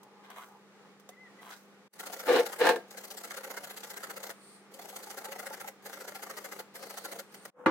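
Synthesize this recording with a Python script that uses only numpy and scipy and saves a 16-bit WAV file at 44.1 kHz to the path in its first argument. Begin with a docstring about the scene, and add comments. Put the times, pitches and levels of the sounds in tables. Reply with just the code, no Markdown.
"""A motor hums in dull room noise (sines, coloured noise); a bottle gourd is peeled (grains, hollow body).
Faint chirps (gliding sines) follow. Then five fast, even runs on a steel box grater: each stroke sends
grains through flesh, face and box spectra. Twice the foot judders and groans on a plate (stick-slip
pulses, a sine), with clunks; the box knocks and hiss comes and goes. All this dips near 1.9 s and from
7.5 s to the end, where a vessel is knocked on the counter (noise, decaying modes)."""
import sys
import numpy as np
from scipy import signal
from scipy.fft import rfft, irfft, next_fast_len
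from scipy.io import wavfile
from scipy.ndimage import uniform_filter1d

SR = 44100
rng = np.random.default_rng(int(sys.argv[2]) if len(sys.argv) > 2 else 0)


def store_pcm(level_fs):
    """Save levels as 16-bit WAV."""
    pcm = np.round(np.clip(level_fs, -1, 1) * 32767).astype(np.int16)
    wavfile.write(sys.argv[1], SR, np.atleast_2d(pcm).T)


N = 339570
TIME = np.arange(N) / SR


def from_db(db):
    """Amplitude ratio of a level in dB."""
    return 10 ** (np.asarray(db) / 20)


def rms_one(x):
    """Scale to rms 1."""
    return x / np.sqrt(np.mean(x ** 2) + 1e-20)


def unit_energy(response):
    """Scale an impulse response so that it keeps the power of white noise."""
    return rms_one(response) / np.sqrt(response.shape[-1])


def at_hz(points, hz):
    """Read a spectrum on a log-frequency axis."""
    known_hz, value = np.transpose(points)
    return np.interp(np.log(hz + 1), np.log(known_hz), value)


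def drift(rate_hz):
    """Slow random curve of rms 1, with rate_hz random knots per second."""
    knots = np.arange(0, TIME[-1] + 1, 1 / rate_hz)
    return rms_one(np.interp(TIME, knots, rng.standard_normal(len(knots))))


def clicks(rows):
    """One impulse for each (t/s, level/dB)."""
    out = np.zeros(N)
    for s, db in rows:
        out[int(s * SR)] += from_db(db)
    return out


def held(start, end, rise_db_per_s, fall_db_per_s):
    """Gain that rises to one at the start, holds, and dies away after the end."""
    rise_db = -rise_db_per_s * np.maximum(start - TIME, 0)
    fall_db = -fall_db_per_s * np.maximum(TIME - end, 0)
    return from_db(rise_db + fall_db) + 1e-12


def held_spans(spans, rise_db_per_s, fall_db_per_s):
    """Summed held gains of (start/s, end/s, level/dB)."""
    return sum(from_db(db) * held(start, end, rise_db_per_s, fall_db_per_s) for start, end, db in spans)


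def through(x, response):
    """Send a sound through an impulse response."""
    return signal.fftconvolve(np.atleast_2d(x), np.atleast_2d(response), axes=1)[:, :N]


def colour(spectrum, size=4096):
    """Causal (minimum-phase) response with the given spectrum, falling away beyond its ends."""
    hz = np.arange(size // 2 + 1) * SR / size + 1
    low_end = 1 / (1 + (spectrum[0][0] / hz) ** 4)
    high_end = 1 / (1 + (hz / spectrum[-1][0] / 2) ** 4)
    cepstrum = irfft(np.log(from_db(at_hz(spectrum, hz)) * low_end * high_end + 1e-5))
    # fold the cepstrum forward: minimum phase
    cepstrum[1:size // 2] *= 2
    cepstrum[size // 2 + 1:] = 0
    return unit_energy(irfft(np.exp(rfft(cepstrum))))


def resonances(modes, size=8192):
    """Response of parallel (f/Hz, width/Hz, level/dB) resonances with alternating sign."""
    t = TIME[:size]
    response = 0
    for k, (hz, width_hz, db) in enumerate(modes):
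        decay = width_hz * np.exp(-np.pi * width_hz * t)
        response = response + (-1) ** k * from_db(db) * decay * np.cos(2 * np.pi * hz * t)
    return unit_energy(response)


# Likeness of the two microphones: f/Hz, correlation
MIC_LIKENESS = [(100, 0.076), (400, 0.89), (700, 0.84), (1400, 0.73), (2600, -0.35), (5000, -0.15),
                (15000, -0.16)]


def two_ports(pair):
    """Mix two unrelated signals onto two microphones: alike in low mids, slightly opposed in treble."""
    size = next_fast_len(pair.shape[1])
    mid, side = rfft(pair, size)
    alike = np.clip(at_hz(MIC_LIKENESS, np.arange(len(mid)) * SR / size), -.97, .97)
    spectra = np.sqrt(1 + alike) * mid + np.sqrt(1 - alike) * side * [[1], [-1]]
    return irfft(spectra, size)[:, :pair.shape[1]]


def stereo_noise(size):
    """White noise on the two microphones."""
    return two_ports(rng.standard_normal((2, size)))


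def grains(per_s, spread_db):
    """Single-sample grains at random moments and places, a few much louder; stereo."""
    sizes = from_db(spread_db * np.minimum(rng.exponential(1, N), 4))
    sizes = sizes * (rng.random(N) < per_s / SR)
    place = rng.uniform(0, 2 * np.pi, N)
    return two_ports(rms_one(sizes * np.array([np.cos(place), np.sin(place)])))


def space(near_db, room_db, near_t60=0.049, room_t60=0.25, size=16384):
    """Direct sound, quick reflections from steel and counter, and the kitchen's tail; t60 in s."""
    t = TIME[:size]
    near = unit_energy(stereo_noise(size) * from_db(-60 * t / near_t60))
    tail = unit_energy(stereo_noise(size) * from_db(-60 * t / room_t60) * (t > .006))
    return unit_energy((t == 0) + from_db(near_db) * near + from_db(room_db) * tail)


def off_centre(x, lag_s=.00016):
    """One sound on both microphones, a little later on the right."""
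    return np.array([x, np.interp(TIME - lag_s, TIME, x)])


def running_level(x, size):
    """Short-term rms of a stereo sound over size samples."""
    return np.sqrt(np.abs(uniform_filter1d(np.mean(x ** 2, axis=0), size=size)) + 1e-9)


# Room noise spectrum: f/Hz, level/dB
AIR_SPECTRUM = [(50, -28.5), (95, -18.5), (140, -4.5), (200, -1), (270, -6), (440, 0), (640, -9.5),
                (840, -5), (930, -10.5), (1100, -8), (1200, -5.5), (1400, -9.5), (2100, -11), (2800, -15.5),
                (7000, -23.5), (15000, -35)]
# Motor harmonics: f/Hz, level/dB
MOTOR_HUM = [(199.9, -64.5), (299.9, -79.5), (399.8, -74), (499.7, -76)]
PEELING_AIR_DB, GRATING_AIR_DB = -63, -61  # before and after the first dip starts


def background():
    """Dull room noise of coloured noise, and a motor's hum of sines with drifting phase."""
    air = through(stereo_noise(N), colour(AIR_SPECTRUM)) * from_db(0.94 * drift(11))
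    hum = 0
    for hz, db in MOTOR_HUM:
        hum = hum + np.sqrt(2) * from_db(db) * np.sin(2 * np.pi * hz * TIME + 0.2 * drift(7.9))
    air_db = np.where(TIME < DIP_SPANS[0][0], PEELING_AIR_DB, GRATING_AIR_DB)
    return air * from_db(air_db) + hum


# Hands shifting on the gourd: start/s, end/s, level/dB
HAND_SHIFTS = [(0.03, 0.054, -64), (0.158, 0.29, -65), (0.506, 0.554, -60.5), (0.795, 0.865, -65.5)]
# Resonances of the handled gourd: f/Hz, width/Hz, level/dB
HAND_MODES = [(450, 58, -4), (837, 47, 3.5), (1024, 65, -0.5), (1224, 70, -3)]
SHIFT_FADE_DB_PER_S = 200


def handling():
    """Soft, hollow rubbing as the hands move: sparse grains through a few resonances."""
    level = held_spans(HAND_SHIFTS, SHIFT_FADE_DB_PER_S, SHIFT_FADE_DB_PER_S)
    return through(grains(per_s=900, spread_db=3.0) * level, resonances(HAND_MODES))


PEEL_RISE_DB_PER_S, PEEL_FALL_DB_PER_S = 1000, 296
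# Strip ringing higher as the blade runs along: start/s, end/s, first f/Hz, last f/Hz, level/dB
STRIP_GLIDES = [(0.368, 0.425, 715, 1400, -52.5), (1.486, 1.524, 1100, 1470, -52.5)]
STRIP_WIDTH_HZ = 170


def strips(cells):
    """Tearing cells excite a resonance that glides upward during two of the pulls."""
    out, pole = 0, np.exp(-np.pi * STRIP_WIDTH_HZ / SR)
    for start, end, first_hz, last_hz, db in STRIP_GLIDES:
        hz = np.interp(TIME, [start, end], [first_hz, last_hz])
        turn = np.exp(2j * np.pi * np.cumsum(hz) / SR)
        # one-pole filter in the frame turning with the glide
        ring = np.real(turn * signal.lfilter([1], [1, -pole], cells / turn))
        gain = from_db(db) * held(start, end, PEEL_RISE_DB_PER_S, PEEL_FALL_DB_PER_S)
        out = out + rms_one(ring) * gain
    return out


# Pulls through the skin: start/s, end/s, hollow gourd level/dB, blade hiss level/dB
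PEEL_PULLS = [(0.247, 0.254, -57, -87), (0.307, 0.316, -54.5, -68), (0.361, 0.425, -56, -62.5),
              (1.42, 1.47, -58.5, -64), (1.5, 1.524, -61, -58.5)]
# Hollow gourd spectrum: f/Hz, level/dB
GOURD_SPECTRUM = [(450, 2), (720, 4), (1050, 6.5), (1350, 2), (1800, 1), (2500, -5.5), (4000, -8.5),
                  (6000, -18)]
# Tearing flesh spectrum, also for blade, scrape and crack: f/Hz, level/dB
TEAR_SPECTRUM = [(900, -6.5), (2000, -5.5), (3000, -2), (4500, -1), (7000, -1), (9000, -1), (12000, -2.5),
                 (15500, -2.5)]
# Blade catches: t/s, level/dB
BLADE_TICKS = [(0.0318, -47), (0.2498, -60), (0.3017, -48), (0.3541, -56), (0.9981, -47), (1.0899, -39)]
# Snapping skin fibres: t/s, level/dB
FIBRE_SNAPS = [(0.3025, -30), (0.306, -28), (0.3145, -35), (0.386, -32), (0.4, -36), (0.411, -33),
               (0.427, -33), (0.436, -27), (1.422, -36), (1.431, -26), (1.439, -38), (1.451, -31),
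               (1.459, -37), (1.468, -29), (1.477, -29), (1.484, -31), (1.493, -28), (1.506, -30),
               (1.522, -29)]
# Blade rasps as the strip comes free: start/s, end/s, level/dB
BLADE_RASPS = [(0.304, 0.313, -66), (0.356, 0.37, -63), (1.511, 1.535, -55.5)]
# Blade's own ring: f/Hz, width/Hz, level/dB
BLADE_MODES = [(1400, 350, -5), (3920, 1450, 1)]
BLADE_FALL_DB_PER_S = 125  # hisses on as the strip comes free
TAP_S, TAP_DB = 1.091, -43  # the peeler is set down on the gourd


def peeling(ragged_db=1.5, tick_s=0.0045):
    """The blade catches with a crisp snap, then tears raggedly through skin; the gourd sounds hollow."""
    cells = grains(per_s=5000, spread_db=4.0) * from_db(ragged_db * drift(110))
    fibres = clicks(FIBRE_SNAPS)

    body_spans = [(start, end, db) for start, end, db, _ in PEEL_PULLS]
    body = held_spans(body_spans, PEEL_RISE_DB_PER_S, PEEL_FALL_DB_PER_S)
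    hollow = through(cells * body + fibres, colour(GOURD_SPECTRUM))

    hiss_spans = [(start, end, db) for start, end, _, db in PEEL_PULLS]
    hiss = held_spans(hiss_spans, PEEL_RISE_DB_PER_S, BLADE_FALL_DB_PER_S)
    snaps = signal.lfilter([1], [1, -np.exp(-1 / (tick_s * SR))], clicks(BLADE_TICKS) + 1e-18)
    blade = through(cells * (hiss + snaps * from_db(-6.5)), colour(TEAR_SPECTRUM))

    rasp_level = held_spans(BLADE_RASPS, PEEL_RISE_DB_PER_S, PEEL_FALL_DB_PER_S)
    rasp = through(cells * rasp_level + from_db(-12) * fibres, resonances(BLADE_MODES))

    tap_response = resonances([(426, 39, -5), (564, 46, 3), (730, 29, 2), (1100, 420, -14)])
    tap = through(clicks([(TAP_S, TAP_DB)]), from_db(22.0) * tap_response)
    return through(hollow + strips(cells) + rasp + blade + tap, space(near_db=-2.0, room_db=-14.0))


# Faint chirps: start/s, length/s, first f/Hz, middle f/Hz, last f/Hz, level/dB
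CHIRP_ARCHES = [(1.108, 0.037, 1910, 2030, 2080, -58), (1.161, 0.13, 1890, 2050, 1760, -55.5),
                (1.384, 0.028, 2010, 1980, 1930, -55)]


def chirps(flutter_db=2.0, waver=0.002):
    """Thin, wavering whistles from some way off: sines gliding along a parabola of pitch."""
    out, wobble = 0, 1 + waver * drift(150)
    flutter = from_db(flutter_db * drift(70))
    for start, length, *arch_hz, db in CHIRP_ARCHES:
        age = np.clip(TIME - start, 0, length)
        hz = np.polyval(np.polyfit([0, .5, 1], arch_hz, 2), age / length)
        fade = np.abs(np.sin(np.pi * age / length)) ** 0.68
        tone = np.sqrt(2) * np.sin(2 * np.pi * np.cumsum(hz * wobble) / SR)
        out = out + from_db(db) * fade * flutter * tone
    return through(out, space(near_db=-10, room_db=-7))


# Drops of everything but the knock, one brief, one lasting to the end: start/s, end/s
DIP_SPANS = [(1.886, 1.906), (7.508, 9)]
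DIP_DB, DIP_FALL_S, DIP_RECOVER_S = -31.5, .008, 0.054


def dips():
    """Gain that falls away at each dip and recovers after its end."""
    gain_db = 0
    for start, end in DIP_SPANS:
        corners_s = [start - DIP_FALL_S, start, end, end + DIP_RECOVER_S]
        gain_db = gain_db + np.interp(TIME, corners_s, [0, DIP_DB, DIP_DB, 0])
    return from_db(gain_db)


# Runs of even strokes: first bite t/s, last bite t/s, rate/(1/s), tearing level/dB, box level/dB,
# softer start of the box/dB, box level on the return/dB, rubbing level/dB
STROKE_RUNS = [(2.003, 2.598, 15, -44, -42, 5, -42.5, -55.5),
               (2.981, 4.305, 15, -46.5, -47, -0.5, -52, -59.5),
               (4.823, 5.683, 13.8, -46, -45, 14.5, -47, -58.5),
               (5.865, 6.599, 13.6, -47, -44, 4.5, -46.5, -59),
               (6.761, 7.197, 13.7, -46, -43, 7, -47.5, -58.5)]
# Single catches, some between the runs, some accenting strokes: t/s, tearing level/dB, box level/dB
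SINGLE_TOUCHES = [(1.937, -45.5, -51), (2.466, -49, -40.5), (2.912, -51.5, -54), (2.947, -64, -49),
                  (3.574, -51, -42.5), (4.269, -52, -53), (4.298, -52, -45.5), (4.745, -53, -56),
                  (4.796, -51, -48), (4.966, -42, -44), (5.469, -49, -47), (5.861, -60, -46),
                  (6.596, -48.5, -56), (6.983, -47.5, -55), (7.056, -46, -42.5), (7.348, -51.5, -50.5),
                  (7.457, -49, -45.5)]
PRESS_S, TEAR_FOLLOWS = 0.33, 0.47  # time to bear down; share of that swell in the tearing
BITE_HALF_S, BITE_SPREAD_DB, BITE_FACE_DB = 0.0092, 0.5, 0.97  # face dB relative to box
RETURN_HALF_S, RETURN_TEAR_DB, RETURN_SPREAD_DB = 0.0051, -10, 2.5
RETURN_FACE_DB = -3  # teeth pluck the face going down, mostly slide coming back
TOUCH_HALF_S = 0.0055


def strokes():
    """Bites (t/s, half length/s, tearing/dB, box/dB, face/dB): even, with a weak return between two."""
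    rows = [(s, TOUCH_HALF_S, tear_db, box_db, box_db) for s, tear_db, box_db in SINGLE_TOUCHES]
    for first, last, per_s, tear_db, box_db, soft_db, return_db, _ in STROKE_RUNS:
        times, period = np.linspace(first, last, round((last - first) * per_s) + 1, retstep=True)
        luck = rng.standard_normal((len(times), 3))
        for s, (tear_luck, box_luck, return_luck) in zip(times, luck):
            press_db = -soft_db * max(1 - (s - first) / PRESS_S, 0)
            torn_db = tear_db + TEAR_FOLLOWS * press_db
            bite_db = torn_db + BITE_SPREAD_DB * tear_luck
            steel_db = box_db + press_db + BITE_SPREAD_DB * box_luck
            rows.append((s, BITE_HALF_S, bite_db, steel_db, steel_db + BITE_FACE_DB))
            if s < last:
                uneven_db = RETURN_SPREAD_DB * return_luck
                weak_db = torn_db + RETURN_TEAR_DB + uneven_db
                back_db = return_db + press_db / 2 + uneven_db
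                rows.append((s + period / 2, RETURN_HALF_S, weak_db, back_db, back_db + RETURN_FACE_DB))
    return rows


def bites(rows, attack_share=0.91):
    """Power over time of the tearing, the box and the toothed face, swelling and falling at each bite."""
    power = np.zeros((3, N))
    for s, half_s, *db in rows:
        near = slice(int((s - .05) * SR), int((s + .05) * SR))
        age = (TIME[near] - s) / half_s
        age = np.where(age < 0, age / attack_share, age)
        power[:, near] += from_db(db)[:, None] ** 2 * np.exp(-np.abs(age) ** 2.8)
    return power


RUB_MARGIN_S = 0.015  # rubbing before and after each run
TOUCH_RUB_S, TOUCH_RUB_DB = 0.032, -65.5


def rubbing(flutter_db=4.5, rub_db=-2.5):
    """Fluttering power of the gourd sliding on the steel, during each run and around each touch."""
    spans = [(first - RUB_MARGIN_S, last + RUB_MARGIN_S, db) for first, last, *_, db in STROKE_RUNS]
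    spans += [(s - TOUCH_RUB_S, s + TOUCH_RUB_S, TOUCH_RUB_DB) for s, _, _ in SINGLE_TOUCHES]
    power = sum(from_db(db) ** 2 * ((TIME > start) & (TIME < end)) for start, end, db in spans)
    return np.abs(uniform_filter1d(power, size=700)) * from_db(flutter_db * drift(98) + rub_db)


def touch(x, ring_s, size=2400):
    """Each new spot rings with other close modes: every short stretch gets its own noise response."""
    out = np.zeros((2, N + 3 * size))
    for i in range(0, N, size):
        response = unit_energy(stereo_noise(size) * from_db(-60 * TIME[:size] / ring_s))
        rung = signal.fftconvolve(x[:, i:i + size], response, axes=1)
        out[:, i:i + rung.shape[1]] += rung
    return out[:, :N]


# Plucked toothed face spectrum: f/Hz, level/dB
CLANG_SPECTRUM = [(800, -17), (1100, -5.5), (1400, 2.5), (1750, -4), (2100, -2.5), (2450, -17.5),
                  (2800, -15), (4000, -29)]
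# Hollow box spectrum: f/Hz, level/dB
BOX_SPECTRUM = [(300, -9.5), (450, -3), (540, 1), (630, -5.5), (770, -1.5), (890, -5.5), (1000, -9.5),
                (1400, -26)]
# Shifting balance as the gourd moves: t/s, face level/dB, box level/dB
SPOT_BALANCE = [(2.0, -2.5, -4), (2.98, -3.5, -4.5), (3.12, -11, -4), (3.24, -2.5, -2.5), (3.31, 2.5, -6),
                (3.5, 1, 1.5), (3.75, -4.5, -5.5), (4.05, 2, -2.5), (4.3, -1.5, -1.5), (4.8, -4.5, -0.5),
                (5.1, -3.5, -3.5), (5.2, -1, -1.5), (6.0, -2.5, -2.5), (6.4, -2, -2.5), (7.2, -3.5, -3)]
TEETH_PER_S, TEETH_DB = 600, -10  # single teeth snap through the flesh during a bite


def grating(rub_box_db=5, rub_clang_db=-1):
    """Teeth crunch through flesh and shake the box; between bites the gourd rubs on the steel."""
    tear, box, face = bites(strokes())
    rub = rubbing()
    crackle = from_db(-3.5) * off_centre(grains(per_s=3500, spread_db=2.0)[0])
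    mush = from_db(-3.0) * grains(per_s=9000, spread_db=4.5)
    teeth = from_db(TEETH_DB) * off_centre(grains(per_s=TEETH_PER_S, spread_db=2.0)[0])
    torn = (crackle + mush) * np.sqrt(tear + rub) + teeth * np.sqrt(tear)
    flesh = through(torn, colour(TEAR_SPECTRUM))

    spot_s, *spot_db = np.transpose(SPOT_BALANCE)
    face_db, box_db = (np.interp(TIME, spot_s, db) for db in spot_db)
    parts = ((CLANG_SPECTRUM, face, face_db, rub_clang_db), (BOX_SPECTRUM, box, box_db, rub_box_db))
    snags, steel = grains(per_s=1800, spread_db=3.0), 0
    # face and box answer the same snags, levelled so that strength follows the bites
    for spectrum, power, part_db, rub_db in parts:
        response = colour(spectrum)
        even = snags / running_level(through(snags, response), size=500)
        strength = np.sqrt(power + rub * from_db(rub_db) ** 2)
        steel = steel + from_db(part_db) * through(even * strength, response)

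    crunch = flesh + from_db(-3.5) * touch(flesh, ring_s=0.0074)
    crunch += from_db(0.5) * steel + from_db(-4.0) * touch(steel, ring_s=0.048)
    return through(crunch, space(near_db=-13, room_db=-14.5, near_t60=0.015))


# Plate's main note, which the slipping foot locks onto and loads: t/s, f/Hz, level/dB
GROAN_CURVE = [(2.241, 490, -52), (2.275, 469.2, -41), (2.302, 492.3, -25), (2.335, 480, -25.5),
               (2.36, 450, -36), (2.402, 485.4, -24.5), (2.46, 478, -45), (2.592, 478.3, -70),
               (2.616, 477, -26.5), (2.65, 472.5, -31.5), (2.685, 478, -24), (2.725, 475, -40),
               (2.81, 471, -60)]


def groan(waver=.018, rough_db=1.8):
    """The plate sings on one wavering note around the judders: a sine of drifting pitch and level."""
    s, hz, db = np.transpose(GROAN_CURVE)
    turns = np.cumsum(np.interp(TIME, s, hz) * (1 + waver * drift(110))) / SR
    level = from_db(np.interp(TIME, s, db) + rough_db * drift(130))
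    level = level * (TIME > s[0]) * (TIME < s[-1])
    return off_centre(np.sqrt(2) * level * np.sin(2 * np.pi * turns), lag_s=0.0002)


def swaying(x, share=0.0119):
    """The pitch of a ringing sound sways with the changing load: its time axis is bent at random."""
    bent = TIME + np.cumsum(share * drift(45)) / SR
    return np.array([np.interp(bent, TIME, channel) for channel in x])


# Foot juddering over the plate: start/s, end/s, level/dB
JUDDER_SPANS = [(2.286, 2.395, -25.5), (2.614, 2.707, -24.5)]
JUDDER_RISE_DB_PER_S = 946


def juddering(fall_db_per_s):
    """Strength of the judder over time."""
    return held_spans(JUDDER_SPANS, JUDDER_RISE_DB_PER_S, fall_db_per_s)


# Plate modes: f/Hz, width/Hz, level/dB
PLATE_MODES = [(320, 42.5, -4), (387, 67, -7.5), (440, 38, 1), (490, 39.6, 2.5), (538, 35, -3.5),
               (668, 31, -2), (749, 28, -1.5), (874, 35, -7)]
# Rattling box modes: f/Hz, width/Hz, level/dB
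RATTLE_MODES = [(1055, 195, 0), (1234, 70, 0.5), (1390, 110, -1.5), (1776, 274, -1.5), (2150, 260, -2),
                (2920, 480, -8.5), (3420, 280, -6.5), (4060, 1010, -10)]
# Modes of the counter under the plate: f/Hz, width/Hz, level/dB
COUNTER_MODES = [(262, 26, -3.5), (349, 74, 2)]
# Toothed face modes: f/Hz, width/Hz, level/dB
FACE_MODES = [(1600, 49, 2), (1720, 96, -3.5), (1801, 50, 2)]
# Share of the face in each judder: level/dB
FACE_SHARES = [-17.5, -11]
PLATE_FALL_DB_PER_S, RATTLE_FALL_DB_PER_S = 301, 441
RATTLE_DB, COUNTER_DB = -6.5, -14.5


def judder(slip_hz=165, jitter=.13, rough=0.57, lurch_db=1.04):
    """The foot sticks and slips unevenly; slips ring plate and face, rattle the box, thump the counter."""
    turns = np.cumsum(slip_hz * (1 + jitter * drift(120))) / SR
    pulses = np.diff(np.floor(turns), prepend=0) * from_db(2.6 * drift(200))
    slips = rms_one(pulses) + rough * grains(per_s=4000, spread_db=2.0)
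    parts = ((PLATE_MODES, 0, PLATE_FALL_DB_PER_S),
             (RATTLE_MODES, RATTLE_DB, RATTLE_FALL_DB_PER_S),
             (COUNTER_MODES, COUNTER_DB, RATTLE_FALL_DB_PER_S))
    out = 0
    for modes, part_db, fall in parts:
        ringing = through(through(slips, resonances(modes)), space(near_db=-1.0, room_db=-1.0))
        if modes is PLATE_MODES:
            ringing = swaying(ringing)
        steady = ringing / running_level(ringing, size=800)
        out = out + steady * from_db(part_db) * juddering(fall)

    scraping = grains(per_s=20000, spread_db=-0.5) * juddering(RATTLE_FALL_DB_PER_S)
    scrape = through(scraping, colour(TEAR_SPECTRUM))
    face_spans = [(start, end, db + share_db)
                  for (start, end, db), share_db in zip(JUDDER_SPANS, FACE_SHARES)]
    face = held_spans(face_spans, JUDDER_RISE_DB_PER_S, RATTLE_FALL_DB_PER_S)
    out = out + face * rms_one(swaying(through(slips, resonances(FACE_MODES)), share=.02))
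    return (out + from_db(-24.5) * scrape) * from_db(lurch_db * drift(90))


# Grater dropping back on the plate: t/s, level/dB
RIM_CLUNKS = [(2.292, -17.5), (2.361, -12.5), (2.655, -13), (2.668, -6), (2.691, -5.5), (2.76, -19)]


def clunks():
    """The grater's rim lands on the plate: the judder's modes, a thump of the counter and a crack."""
    blow = resonances(PLATE_MODES) * from_db(13.5)
    blow = blow + (resonances(RATTLE_MODES) + resonances(FACE_MODES)) * from_db(6.5)
    blow = blow + resonances(COUNTER_MODES) * from_db(8.0)
    hits = clicks(RIM_CLUNKS)
    ring = through(blow, space(near_db=-2.0, room_db=-7.5, near_t60=0.04))
    crack_space = space(near_db=9.5, room_db=2.0, near_t60=0.06)
    crack = from_db(-0.5) * through(colour(TEAR_SPECTRUM), crack_space)
    return through(hits, ring) + through(hits, crack)


# Box rocking and knocking on varied notes: t/s, level/dB, f/Hz
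BOX_ROCKS = [(3.574, -37, 567), (4.102, -48, 770), (4.792, -40, 730), (4.929, -37.5, 768),
             (5.069, -42, 874), (5.258, -39, 556), (5.268, -36, 857), (5.431, -37.5, 757),
             (5.505, -37, 537), (5.508, -32.5, 877), (5.644, -33.5, 834), (5.86, -42, 552),
             (6.456, -38, 755), (6.596, -40, 546), (7.055, -42, 765), (7.127, -39, 567), (7.194, -42, 558)]
ROCK_T60_S, ROCK_RISE_S = 0.067, 0.0024  # ring, contact time
ROCK_OVERTONE_RATIO, ROCK_OVERTONE_DB = 1.58, -10.5


def rocks():
    """Short hollow knocks of the box: two decaying modes each."""
    out, t = np.zeros(N), TIME[:8192]
    fade_db = -60 * t / ROCK_T60_S
    contact = 1 - np.exp(-t / ROCK_RISE_S)
    for s, db, hz in BOX_ROCKS:
        overtone = np.sin(2 * np.pi * hz * ROCK_OVERTONE_RATIO * t)
        ring = np.sin(2 * np.pi * hz * t) + from_db(ROCK_OVERTONE_DB) * overtone
        out[int(s * SR):][:len(t)] += ring * from_db(db + fade_db) * contact
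    return through(off_centre(out), space(near_db=-14, room_db=-12))


# Hiss coming and going: start/s, end/s, lower band level/dB, upper band level/dB
HISS_SPANS = [(4.436, 4.558, -69.5, -62.5), (6.82, 7.09, -61.5, -68), (7.354, 7.425, -73, -65)]
# Lower and upper band, each a list of: f/Hz, width/Hz, level/dB
HISS_MODES = [
    [(4400, 570, 0)],
    [(8800, 690, 7.5), (9240, 360, 0.5)],
]
HISS_FADE_DB_PER_S = 173


def high_hiss():
    """A faint hiss: noise in two narrow bands about an octave apart."""
    out = 0
    for k, band in enumerate(HISS_MODES):
        spans = [(start, end, db[k]) for start, end, *db in HISS_SPANS]
        level = held_spans(spans, HISS_FADE_DB_PER_S, HISS_FADE_DB_PER_S)
        out = out + through(stereo_noise(N) * level, resonances(band))
    return out


# Vessel modes: f/Hz, level/dB, t60/s
VESSEL_MODES = [(324, 1, 0.32), (528, -1.5, 0.4), (883, -4, 0.1), (1180, -17, 0.3), (1423, 5.5, 0.055),
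                (1700, -8, 0.04), (2050, -13, 0.23), (2330, -13, 0.12), (2850, -17, 0.14),
                (3300, -32, 0.063), (3820, -22, 0.066), (4130, -21, 0.077)]
# Dull spectrum of the crash and the faint noise before it: f/Hz, level/dB
THUD_SPECTRUM = [(100, -10.5), (160, -5), (350, -5), (520, -8.5), (680, -11), (900, -2), (1400, -6.5),
                 (2000, -19), (4000, -29.5), (7500, -44)]
# Note swelling just before the knock: f/Hz, width/Hz, level/dB
LEAD_IN_NOTE_MODES = [(498, 4.9, 0)]
KNOCK_S, KNOCK_DB, THUD_TOP_HZ = 7.6597, -22, 7900
LEAD_IN_S, LEAD_IN_DB, LEAD_IN_FADE_DB_PER_S, LEAD_IN_NOTE_DB = 7.595, -59, 413, 9


def knock(thud_db=-21.0, thud_t60=0.19, crack_db=-21, crack_t60=0.038, rise_s=0.001):
    """A faint noise and a note near 500 Hz swell, then a vessel hits: crack, dull crash, ringing modes."""
    age = np.maximum(TIME - KNOCK_S, 0)
    contact = 1 - np.exp(-age / rise_s)
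    ring = 0
    for k, (hz, db, t60) in enumerate(VESSEL_MODES):
        ring = ring + (-1) ** k * from_db(db - 60 * age / t60) * np.sin(2 * np.pi * hz * age)

    lead_in_span = [(LEAD_IN_S, KNOCK_S, LEAD_IN_DB)]
    lead_in = stereo_noise(N) * held_spans(lead_in_span, LEAD_IN_FADE_DB_PER_S, LEAD_IN_FADE_DB_PER_S)
    lead_in_note = from_db(LEAD_IN_NOTE_DB) * through(lead_in, resonances(LEAD_IN_NOTE_MODES))

    impact = stereo_noise(N) * contact
    crash = impact * from_db(thud_db - 60 * age / thud_t60)
    cracking = impact * from_db(crack_db - 60 * age / crack_t60)
    crack = through(cracking, resonances([(1140, 310, -0.5), (2370, 500, -9.5)]))
    lowpass = signal.butter(6, THUD_TOP_HZ, fs=SR, output="sos")
    dull = signal.sosfilt(lowpass, through(crash + lead_in, colour(THUD_SPECTRUM)))
    return from_db(KNOCK_DB) * ring * contact + dull + crack + lead_in_note


def scene():
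    """Sum all layers, the grater slightly to the left; the knock stays outside the dips."""
    grater = grating() + rocks() + judder() + groan() + clunks()
    grater = grater * from_db([[.7], [-.7]])
    dipped = grater + peeling() + handling() + chirps() + high_hiss() + background()
    return dipped * dips() + knock()


CUTOFF_HZ = 15900


def record(dry):
    """The microphone drops the deep bass; the top is cut steeply."""
    highpass = signal.butter(2, 110, "high", fs=SR, output="sos")
    lowpass = signal.ellip(10, .1, 80, CUTOFF_HZ, fs=SR, output="sos")
    return signal.sosfilt(lowpass, signal.sosfilt(highpass, dry))


dry = scene()
out = record(dry)
store_pcm(out)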